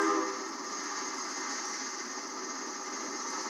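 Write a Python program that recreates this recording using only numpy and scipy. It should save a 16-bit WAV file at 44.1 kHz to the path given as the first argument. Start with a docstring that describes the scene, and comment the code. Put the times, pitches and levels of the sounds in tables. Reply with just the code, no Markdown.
"""The last echoes of an air horn die away while diesel locomotives roll past, heard through a small loudspeaker.
Exhaust rumble, engine roar, steel hiss and rattle are bands of noise; clanks are sudden bursts of the rattle.
The horn is a sum of sine waves with an airy rasp of noise. The loudspeaker's lack of bass is in the noise colours.
Cabinet and room lay narrow peaks, dips and echoes over the train noise; faint microphone noise lies below."""
import sys
import numpy as np
from scipy import signal
from scipy.fft import rfft, irfft
from scipy.io import wavfile

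SR = 44100
rng = np.random.default_rng(int(sys.argv[2]) if len(sys.argv) > 2 else 0)


def put_to_file(sound):
    """Save the sound as 16-bit audio at rate SR, in the file named by the first command-line argument."""
    columns = np.atleast_2d(sound).T  # one column per channel
    safe = np.clip(columns, -1, 1)
    whole_steps = np.round(safe * 32767)
    wavfile.write(sys.argv[1], SR, whole_steps.astype(np.int16))


N = 153909   # length in samples

# How loud the passing train is, before the room is added. Each row: start in seconds, exhaust level in dB,
# engine roar level in dB, upper roar level in dB, steel hiss level in dB.
PASSING_LEVELS = [(0, -46, -36.5, -39, -44), (.2, -45, -39, -44, -48.5), (.4, -46.5, -41.5, -48, -48),
                  (.63, -46, -44.5, -49.5, -47), (.85, -45.5, -42, -44.5, -45),
                  (1.2, -46.5, -41.5, -47, -44), (1.5, -46, -41.5, -44.5, -43.5),
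                  (1.72, -46.5, -42, -44.5, -44), (1.95, -47, -45, -46, -44.5),
                  (2.23, -47, -44, -49.5, -47), (2.7, -45, -43.5, -47.5, -47), (3.1, -45, -43, -48, -46),
                  (3.3, -46, -41, -47, -44.5), (3.49, -46, -40.5, -44.5, -43.5)]
# Colour of rattling steel and of the horn's rasp. Each row: frequency in Hz, relative strength in dB per Hz.
RATTLE_COLOUR = [(5000, 6.5), (7500, 7.5), (8300, 0), (9800, -4.5), (10400, -1.5), (10900, -5),
                 (11200, -18), (12600, -12), (13500, -20)]


def amp(db):
    """Turn decibels into a gain."""
    return 10 ** (np.asarray(db) / 20)


def rms_one(x):
    """Scale a signal so that its rms (average strength) is 1."""
    return x / np.sqrt(np.mean(x ** 2) + 1e-20)


def in_time(rows):
    """Join the rows of a table with straight lines: one curve per column, one value per sample."""
    seconds, *columns = np.transpose(rows)
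    t = np.arange(N) / SR
    return [np.interp(t, seconds, column) for column in columns]


def drift(rate_hz):
    """Random wandering with rms 1: smoothed noise, made at every 40th sample and joined by lines."""
    step = 40
    r = np.exp(-2 * np.pi * rate_hz * step / SR)
    noise = rng.standard_normal(N // step + 2002)
    slow = signal.lfilter([1], [1, -2 * r, r * r], noise)[2000:]   # skip the filter's start
    return np.interp(np.arange(N) / step, np.arange(len(slow)), rms_one(slow))


def coloured(spectrum):
    """Noise with the given spectrum, practically silent outside it; rms 1."""
    hz, db = np.transpose(spectrum)
    grid = np.log(np.fft.rfftfreq(N, 1 / SR) + 1)   # the 1 avoids the log of zero
    gain = amp(np.interp(grid, np.log(hz), db, left=-150, right=-150))
    return rms_one(irfft(rfft(rng.standard_normal(N)) * gain, N))


def darken(roar):
    """The roar darkens with time: its lower part gains level and its upper part loses it."""
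    split_hz, tilt_db_per_s = 990, 0.4
    t = np.arange(N) / SR
    spectrum = rfft(roar)
    spectrum[int(split_hz * N / SR):] = 0
    low = irfft(spectrum, N)
    tilt = amp(tilt_db_per_s * (t - t.mean()))
    return low * tilt + (roar - low) / tilt


def engines():
    """Four bands of noise that swell and throb together with the firing cycle, and flicker each alone."""
    # Colours as they leave the loudspeaker. Each row: frequency in Hz, relative strength in dB per Hz.
    exhaust_colour = [(100, -45.5), (160, -28), (232, -6.5), (290, -0.5), (380, -4.5), (440, -11.5),
                      (760, -14), (900, -65)]
    roar_colour = [(700, -23.5), (840, -4), (1070, 1), (1200, 0.5), (1320, 4), (1450, -18), (1600, -26)]
    upper_colour = [(1400, 4.5), (1680, -2), (2060, 3), (2400, -11.5), (3500, -16.5), (4000, -17)]
    hiss_colour = [(3500, -21), (4300, -0.5), (5000, 0.5), (6300, 3.5), (6700, 0.5), (7100, -5),
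                   (7500, -21.5), (8200, -47)]
    chug_hz, chug_db = 16, 1.0   # throb of the firing cycle
    swell_hz, swell_db = 6.9, 0.6
    flicker_hz, flicker_db = 14, 0.9
    t = np.arange(N) / SR
    chug = np.sin(2 * np.pi * chug_hz * t + 1.66 * drift(1.0))   # the beat is slightly uneven
    together_db = swell_db * drift(swell_hz) + chug_db * chug
    exhaust = coloured(exhaust_colour)
    roar = darken(coloured(roar_colour))
    upper = coloured(upper_colour)
    hiss = coloured(hiss_colour)
    out = np.zeros(N)
    for db, band in zip(in_time(PASSING_LEVELS), (exhaust, roar, upper, hiss)):
        out += amp(db + together_db + flicker_db * drift(flicker_hz)) * band
    return out


def rattle():
    """Bright steel noise: a flickering bed, and sudden clanks of the running gear that die away."""
    # The clanks. Each row: start in seconds, level in dB before the shared clank gain.
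    clanks = [(1.053, -42), (1.1667, -44.5), (1.2895, -37), (1.3508, -47), (1.4944, -41), (1.6496, -42),
              (1.732, -38), (1.8951, -48), (1.9944, -44), (3.0385, -44), (3.273, -41), (3.4201, -43)]
    clank_t60_s, clank_gain_db = 0.24, -16.5   # time to fall by 60 dB, gain shared by all clanks
    bed_db, follows_hiss, flicker_db = -70, 1.6, 6.8   # the bed changes 1.6 dB per dB of hiss
    hits = np.zeros(N)
    for start_s, db in clanks:
        hits[int(start_s * SR)] = amp(2 * (db + clank_gain_db))   # doubled dB: a power
    decay = amp(-120 / (clank_t60_s * SR))   # power kept from one sample to the next
    clank_power = signal.lfilter([1], [1, -decay], hits + 1e-18)
    hiss_db = in_time(PASSING_LEVELS)[3]
    bed = amp(bed_db + follows_hiss * (hiss_db - hiss_db.mean()) + flicker_db * drift(90.0))
    return np.sqrt(clank_power + bed ** 2) * coloured(RATTLE_COLOUR)


def sizzles():
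    """Brief sizzle from the wheels: narrow bands of noise under bell-shaped swells."""
    # Each row: middle in seconds, half length in seconds, frequency in Hz, width in Hz, peak level in dB.
    sizzle_rows = [(1.69, 0.073, 5740, 400, -42.5), (3.294, 0.039, 6030, 406, -47.5)]
    t = np.arange(N) / SR
    out = np.zeros(N)
    for middle_s, half_s, hz, width_hz, db in sizzle_rows:
        swell = np.exp(-((t - middle_s) / half_s) ** 2)
        band = coloured([(hz - width_hz / 2, 0), (hz + width_hz / 2, 0)])
        out += amp(db) * swell * band
    return out


def horn():
    """Echoes of a chord: sines whose pitches shift in the late echoes, wavering overtones, a rasp of air."""
    # Level of each strong tone. Each row: start in seconds, low chime level in dB, middle chime level in dB,
    # high chime level in dB, bright overtone level in dB, lower overtone level in dB.
    echo_levels = [(0, -37.5, -34.5, -41, -30, -32.5), (.04, -34.5, -30.5, -53, -41.5, -48.5),
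                   (.076, -30, -42, -52, -36, -41), (.12, -43, -30, -43, -32, -43),
                   (.156, -32, -40, -43, -40, -39), (.19, -34, -32, -49, -47, -37.5),
                   (.228, -40, -47, -39, -40.5, -45), (.284, -46, -38, -53, -57, -55.5),
                   (.34, -65, -45.5, -48, -44, -55), (.385, -58, -51, -55, -48, -64),
                   (.425, -62, -39, -69, -55, -50), (.5, -41, -66, -72, -63, -59)]
    # Three chimes and two strong overtones, in the same order. Each row: frequency in Hz,
    # share by which the pitch drops in the late echoes (below zero: it rises).
    chimes = [(324, 0.00018), (402, 0.0315), (497.5, -0.0116), (1208, .036), (1045, 0.034)]
    # Weak overtones. Each row: frequency in Hz, level in dB compared with the lower overtone.
    weak_overtones = [(640, -10.5), (807, -6), (1285, -4.5), (1363, -21)]
    weak_drop, drop_s, drop_width_s = 0.045, 0.168, 0.0076   # drop of weak overtones; when all pitches shift
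    waver_db, waver_hz = 2.5, 9
    blare_hz, blare_db, blare_t60_s = 1580, -31.5, 0.2   # a high overtone that fades fast
    rasp_db, rasp_t60_s = -53.5, 0.99
    end_s, fade_s = 0.54, 0.035   # end of the tones; the rasp goes on
    t = np.arange(N) / SR
    levels = in_time(echo_levels)
    is_late = .5 + .5 * np.tanh((t - drop_s) / drop_width_s)   # glides from 0 to 1
    late_time = np.cumsum(is_late) / SR   # seconds spent in the late echoes

    tones = np.zeros(N)
    for (hz, drop), db in zip(chimes, levels):
        phase = 2 * np.pi * hz * (t - drop * late_time) + rng.uniform(0, 2 * np.pi)
        tones += amp(db) * np.sin(phase)
    for hz, db in weak_overtones:
        level = amp(levels[-1] + db + waver_db * drift(waver_hz))
        phase = 2 * np.pi * hz * (t - weak_drop * late_time) + rng.uniform(0, 2 * np.pi)
        tones += level * np.sin(phase + .3 * drift(waver_hz))
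    blare = np.sin(2 * np.pi * blare_hz * t + drift(33.0))
    tones += amp(blare_db - 60 * t / blare_t60_s) * blare
    rasp = amp(rasp_db - 60 * t / rasp_t60_s) * coloured(RATTLE_COLOUR)
    fade = np.clip((end_s - t) / fade_s, 0, 1)
    return np.sqrt(2) * tones * fade + rasp   # the root of 2 makes the sine levels rms levels


def peaks_and_dips(x):
    """Resonances of cabinet and room: a chain of narrow filters that each lift or cut one frequency."""
    # Each row: frequency in Hz, lift (above zero) or cut (below zero) in dB.
    resonances = [(345, -5), (376, 4), (473, -9), (497, 6), (570, -9), (715, -7), (829, 7), (927, 5),
                  (958, -12), (1060, -13), (1214, 8), (1238, -9), (1260, -9), (1281, 4), (1335, -9),
                  (1367, 4), (1410, -10), (1470, -12), (1585, -8), (1688, 8), (1838, 10), (1890, -7),
                  (1950, -8), (2022, -9), (2050, 6), (2150, -6), (2217, -10), (2357, -10), (4371, -11),
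                  (4468, 4), (5028, 7), (5078, -10), (5124, 8), (5394, -11), (5472, 9), (5598, -9),
                  (5964, 7), (6030, -7), (6072, 7), (6476, 14), (6630, 6), (6668, -11), (6815, -9),
                  (7090, 5), (7181, -10)]
    peak_width_hz, dip_width_hz, wider_hz_per_khz = 26, 20, 3
    sections = []
    for hz, db in resonances:
        w, g = 2 * np.pi * hz / SR, amp(db / 2)
        width_hz = (peak_width_hz if db > 0 else dip_width_hz) + wider_hz_per_khz * hz / 1000
        a = np.pi * width_hz / SR
        top = [1 + a * g, -2 * np.cos(w), 1 - a * g]
        bottom = [1 + a / g, -2 * np.cos(w), 1 - a / g]
        sections.append(np.array(top + bottom) / (1 + a / g))
    return signal.sosfilt(np.array(sections), x)


def room(x):
    """Fixed peaks and dips, then two diffuse echo tails, slowly traded so that ringing tones come and go."""
    t60_s, wet_db = .25, 0   # time to fall by 60 dB, strength of each tail's echo pattern
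    trade_hz = .12   # how fast one echo tail is traded for the other
    direct = peaks_and_dips(x)
    t = np.arange(int(.3 * SR)) / SR
    tails = rng.standard_normal((2, len(t))) * amp(-60 * t / t60_s) * (t > .002)
    tails = signal.lfilter([1, -.75], [1], tails)   # the echoes are bright
    tails *= amp(wet_db) / np.sqrt(np.sum(tails ** 2, axis=1, keepdims=True))
    one, other = signal.fftconvolve(direct[None], tails, axes=1)[:, :N]
    turn = 2 * np.pi * trade_hz * np.arange(N) / SR
    return direct + np.cos(turn) * one + np.sin(turn) * other


def microphone_noise():
    """The microphone's own faint, steady noise."""
    # Each row: frequency in Hz, relative strength in dB per Hz.
    floor_colour = [(30, -9), (15700, -8)]
    floor_db = -71.5
    return amp(floor_db) * coloured(floor_colour)


def scene():
    """Train noise through the room, plus horn echoes and microphone noise, as one channel."""
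    train = engines() + sizzles() + rattle()
    return (room(train) + horn() + microphone_noise())[None]


def record(dry):
    """Cut the top: a steep low-pass that is 35 dB down from 15800 Hz upward."""
    return signal.sosfilt(signal.cheby2(20, 35, 15800, fs=SR, output="sos"), dry)


dry = scene()
out = record(dry)
put_to_file(out)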